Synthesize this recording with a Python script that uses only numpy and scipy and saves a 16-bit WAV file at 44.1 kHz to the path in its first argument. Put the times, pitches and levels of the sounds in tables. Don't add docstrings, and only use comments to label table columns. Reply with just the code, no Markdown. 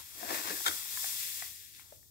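import sys
import numpy as np
from scipy import signal
from scipy.fft import rfft, irfft, next_fast_len
from scipy.io import wavfile
from scipy.ndimage import uniform_filter1d, map_coordinates

SR = 44100
rng = np.random.default_rng(int(sys.argv[2]) if len(sys.argv) > 2 else 0)


def materialize(psi):
    bounded = np.clip(np.atleast_2d(psi).T, -1, 1)
    quanta = np.round(bounded * 32767).astype(np.int16)
    wavfile.write(sys.argv[1], SR, quanta)


N = 92610


def amp(db):
    return 10 ** (np.asarray(db) / 20)


def unit(x):
    return x / np.sqrt(np.mean(x ** 2) + 1e-20)


def along(points, hz):
    f, v = np.transpose(points)
    return np.interp(np.log(hz + 1), np.log(f + 1), v)


def curves(rows):
    times, *columns = np.transpose(rows)
    return [np.interp(np.arange(N) / SR, times, c, left=-120, right=-120) for c in columns]


def wobble(rate):
    knots = rng.standard_normal(int(N * rate / SR) + 4)
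    return map_coordinates(knots, [np.arange(N) * rate / SR])


def filtered(x, response):
    m = next_fast_len(N + SR // 2)
    return irfft(rfft(x, m) * response(np.fft.rfftfreq(m, 1 / SR)), m)[..., :N]


def ringing(peaks):
    def response(f):
        total = 0
        for k, (centre, width, db) in enumerate(peaks):
            damping = 1j * f * width
            total = total + (-1) ** k * amp(db) * damping / (centre * centre - f * f + damping)
        return total
    return response


def grains(per_s, scatter_db):
    chance, size = rng.random((2, N)), rng.standard_normal((2, N))
    sign = rng.choice([-1, 1], (2, N))
    return (chance < per_s / SR) * sign * amp(scatter_db * size)


ROOM_DB = -65
# (frequency [Hz], relative density [dB per Hz])
ROOM_COLOUR = [(33, -48), (52, -2), (88, 3), (130, -6), (200, -14.5), (350, -13.5), (550, -27.5),
               (2000, -30.5)]


def room():
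    noise = filtered(rng.standard_normal((2, N)), lambda f: amp(along(ROOM_COLOUR, f)))
    soft = bumps()
    return amp(ROOM_DB + 0.46 * wobble(9.0)) * unit(noise) + soft


# (time [s], fine hiss [relative dB], coarser rush [relative dB], low rush [relative dB])
SUGAR_FLOW = [(0, -51, -50, -51.5), (.04, -51, -55.5, -68), (.15, -50.5, -52.5, -62), (.28, -42, -56, -66),
              (.35, -36, -50.5, -69), (.42, -40.5, -48, -65), (.62, -38.5, -45, -62),
              (.78, -38, -45.5, -54), (.82, -40.5, -43.5, -55.5), (.95, -39, -43, -58.5),
              (1.0, -36, -41, -56.5), (1.1, -37, -43, -56), (1.27, -39.5, -44, -65),
              (1.44, -42, -47, -60.5), (1.52, -47.5, -51, -71.5), (1.7, -55, -57.5, -104),
              (1.82, -58.5, -54, -65), (1.95, -58, -69.5, -78), (2.1, -62, -90, -105)]
# (frequency [Hz], relative density [dB per Hz])
FINE_COLOUR = [(2500, -23.5), (3400, 3.5), (4200, 0.5), (5200, 5.5), (7000, 2.5), (7700, 7), (9800, -1.5),
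               (11200, 4), (13500, 4.5), (15800, 5)]
COARSE_COLOUR = [(1000, -21), (1500, -7.5), (1800, 0), (2400, -2), (3400, 3.5), (4200, -0.5), (6000, -3)]
LOW_COLOUR = [(350, -11.5), (550, -13), (1000, 0), (1400, -1.5), (2000, -13)]
FINE_PER_S, COARSE_PER_S, GRAIN_DB = 14000, 4000, 1


def sugar_layer(per_s, colour):
    return unit(filtered(grains(per_s, GRAIN_DB), lambda f: amp(along(colour, f))))


def sugar():
    fine_db, coarse_db, low_db = curves(SUGAR_FLOW)
    fine = sugar_layer(FINE_PER_S, FINE_COLOUR)
    coarse = sugar_layer(COARSE_PER_S, COARSE_COLOUR)
    low = sugar_layer(COARSE_PER_S, LOW_COLOUR)
    fine = fine * amp(fine_db + 0.8 * wobble(16) + 0.6 * wobble(8))
    coarse = coarse * amp(coarse_db + 1.85 * wobble(13.97))
    return fine + coarse + low * amp(low_db)


CREASE_DB = 3


def creases(level_db, per_s, peaks):
    shape = ringing(peaks)
    impacts = grains(per_s, CREASE_DB)
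    return filtered(impacts * amp(level_db), shape) / np.std(filtered(impacts, shape))


# (centre [Hz], width [Hz], level [dB])
BAG_AIR = [(200, 72, -3.5), (315, 49, 8.5), (399, 70, 3), (565, 165, 2)]
BOOM_PER_S = 11000


def flexing(rows, per_s, peaks):
    level_db, boom_db = curves(rows)
    return creases(level_db, per_s, peaks) + creases(level_db + boom_db, BOOM_PER_S, BAG_AIR)


# (time [s], relative level [dB], boom over it [dB])
RUSTLE_FLOW = [(.15, -64, -3), (.2, -53.5, -9), (.24, -51, 1.5), (.28, -46, -16), (.312, -39, 0),
               (.35, -40, -9.5), (.43, -45, -11.5), (.48, -41.5, -13), (.515, -43, -5.5), (.545, -52, 0.5),
               (.57, -47.5, -20), (.62, -58, -2)]
# (centre [Hz], width [Hz], level [dB])
PAPER_RESONANCES = [(690, 340, -2), (1085, 280, 1), (1760, 320, 1.5), (2620, 530, -1), (4450, 2200, -6)]


def rustle():
    return flexing(RUSTLE_FLOW, 2000, PAPER_RESONANCES)


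HIGH_SHARE, RISE_SHARE = .55, 0.14
SECOND_HIGH, SECOND_HIGH_DB = 1.2, -6
SECOND_LOW, SECOND_LOW_DB = 1.42, -7
SNAP_DB = -5
ECHO_T60_S, ECHO_GAP_S, ECHO_DB = .3, 0.0016, -6


def ring(hz, t60, t):
    decay = amp(-60 * (t / t60) ** 1.157)
    rise = 1 - np.exp(-t / (RISE_SHARE * t60))
    return decay * rise * np.sin(2 * np.pi * hz * t)


# (time [s], relative level [dB], low ring [Hz], high ring [Hz], high over low [dB], low t60 [s])
BAG_TICKS = [(.228, -36, 706, 1660, -9, 0.036), (0.256, -38.5, 664, 1750, -27, 0.011),
             (.277, -42, 692, 1750, -8, 0.047), (.303, -38.5, 750, 1850, -1, 0.043),
             (.344, -39.5, 615, 1798, 3, 0.039), (0.504, -33.5, 410, 1725, 1.5, 0.026),
             (.604, -37.5, 856, 2400, -20, 0.012), (0.712, -44.5, 1030, 1580, 11, .015),
             (.973, -41, 1014, 1720, 8, 0.02), (1.0433, -36, 790, 1750, 1.5, 0.011),
             (1.4222, -39, 747, 1956, 7.5, 0.018), (1.749, -50, 2160, 4460, 4.5, 0.0063),
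             (1.796, -51, 900, 2260, 9, 0.0095), (1.9228, -43.5, 587, 1320, -15, 0.019),
             (2.0285, -69, 790, 1830, 9.5, 0.018)]


def ticks():
    out, t = np.zeros((2, N + SR)), np.arange(SR // 5) / SR
    for s, db, low_hz, high_hz, high_db, t60 in BAG_TICKS:
        high_t60 = HIGH_SHARE * t60
        high = ring(high_hz, high_t60, t)
        high = high + amp(SECOND_HIGH_DB) * ring(SECOND_HIGH * high_hz, high_t60, t)
        low = ring(low_hz, t60, t) + amp(SECOND_LOW_DB) * ring(SECOND_LOW * low_hz, t60, t)
        mid_hz = np.sqrt(low_hz * high_hz)
        noise = uniform_filter1d(rng.standard_normal(len(t)), size=round(2 * SR / mid_hz))
        snap = unit(noise) * ring(mid_hz, t60 / 2, t)
        hit = 2 * (low - amp(high_db) * high + amp(SNAP_DB + max(high_db, 0)) * snap)
        tail = rng.standard_normal((2, len(t))) * amp(-60 * t / ECHO_T60_S) * (t > ECHO_GAP_S)
        tail = tail / np.linalg.norm(tail[0])
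        echo = signal.fftconvolve(hit[None], tail, axes=1)[:, :len(t)]
        start = round(s * SR)
        out[:, start:start + len(t)] += amp(db) * (hit + amp(ECHO_DB) * echo)
    return out[:, :N]


THUMP_S, THUMP_HZ = 0.015, 81.2
# (onset time [s], peak level [dB])
SOFT_BUMPS = [(0.267, -51), (0.684, -53.5), (1.422, -56)]


def bumps():
    t, out = np.arange(N) / SR, np.zeros((2, N))
    for s, db in SOFT_BUMPS:
        phase = rng.uniform(0, 2 * np.pi, (2, 1))
        u = np.clip(t - s, 0, 1) / THUMP_S
        out += amp(db) * u * np.exp(1 - u) * np.sin(2 * np.pi * THUMP_HZ * t + phase)
    return out


# (time [s], relative level [dB], boom over it [dB])
CRUNCH_FLOW = [(.64, -48, -42), (.66, -39, -14), (.664, -29, -22), (.670, -34, -20), (.683, -29, -19),
               (.692, -40, -10), (.715, -45, -14), (.76, -60, -6)]
# (centre [Hz], width [Hz], level [dB])
FOLD_RESONANCES = [(800, 670, -6.5), (1450, 150, 4), (1790, 120, -2), (2150, 320, -5), (3280, 200, 2),
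                   (3690, 200, 1), (4200, 640, -6.5), (7260, 3300, -9)]


def crunch():
    return flexing(CRUNCH_FLOW, 3000, FOLD_RESONANCES)


# (time [s], level of the blow before it rings the paper [relative dB])
SHARP_FOLDS = [(0.658, -15), (0.6623, -7), (.6645, -8), (0.6665, -8), (.6735, -9), (.6815, -6), (.684, -12)]


def sharp_folds():
    blows = np.zeros((2, N))
    for s, db in SHARP_FOLDS:
        start = round(s * SR)
        blows[:, start:start + 8] = amp(db) * rng.choice([-1, 1], (2, 1)) * np.hanning(8)
    return filtered(blows, ringing(FOLD_RESONANCES))


# (frequency [Hz], right over left [dB])
RIGHT_LEVEL = [(150, -8), (850, -6.5), (1300, -4.5), (2500, -7), (5000, -7.5), (7500, -2), (8600, -9),
               (10500, -2.5), (13000, -6), (15500, -8.5)]
# (frequency [Hz], share that reaches the right late [0-1])
LATE_SHARE = [(300, 0.99), (2000, 0.63), (3000, 0.54), (6000, 0.2), (7200, 0.028)]
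# (frequency [Hz], share that is the same in left and right, without lag [0-1])
COMMON_SHARE = [(6500, 0.043), (7700, 0.3), (8600, 0.72), (10500, 0.68), (15500, 0.64)]


def heard(pair, spread, lag_s):
    def common(f):
        return np.clip(along(COMMON_SHARE, f), 0, 1)

    def alike(f):
        late = 1 - spread * (1 - np.clip(along(LATE_SHARE, f), 0, 1))
        return (1 - common(f)) * late * np.exp(-2j * np.pi * f * lag_s) + common(f)

    def to_right(f):
        rest = np.sqrt(np.clip(1 - abs(alike(f)) ** 2, 0, 1))
        return amp(along(RIGHT_LEVEL, f)) * [alike(f), rest]

    return np.array([pair[0], filtered(pair, to_right).sum(0)])


STREAM_LAG_S, BAG_LAG_S = 0.000396, 0.00047
NOTCH_HZ, NOTCH_WIDTH_HZ, NOTCH_DEPTH = 3000, 260, .75


def scene():
    bag = heard(rustle() + crunch() + sharp_folds(), 1, BAG_LAG_S) + heard(ticks(), 0, BAG_LAG_S)
    stream = heard(sugar(), 1, STREAM_LAG_S)
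    resonance = ringing([(NOTCH_HZ, NOTCH_WIDTH_HZ, 0)])
    close = filtered(stream + bag, lambda f: 1 - NOTCH_DEPTH * resonance(f))
    return amp(4.5) * close + room()


def record(dry):
    return filtered(dry, lambda hz: hz < 15750)


dry = scene()
out = record(dry)
materialize(out)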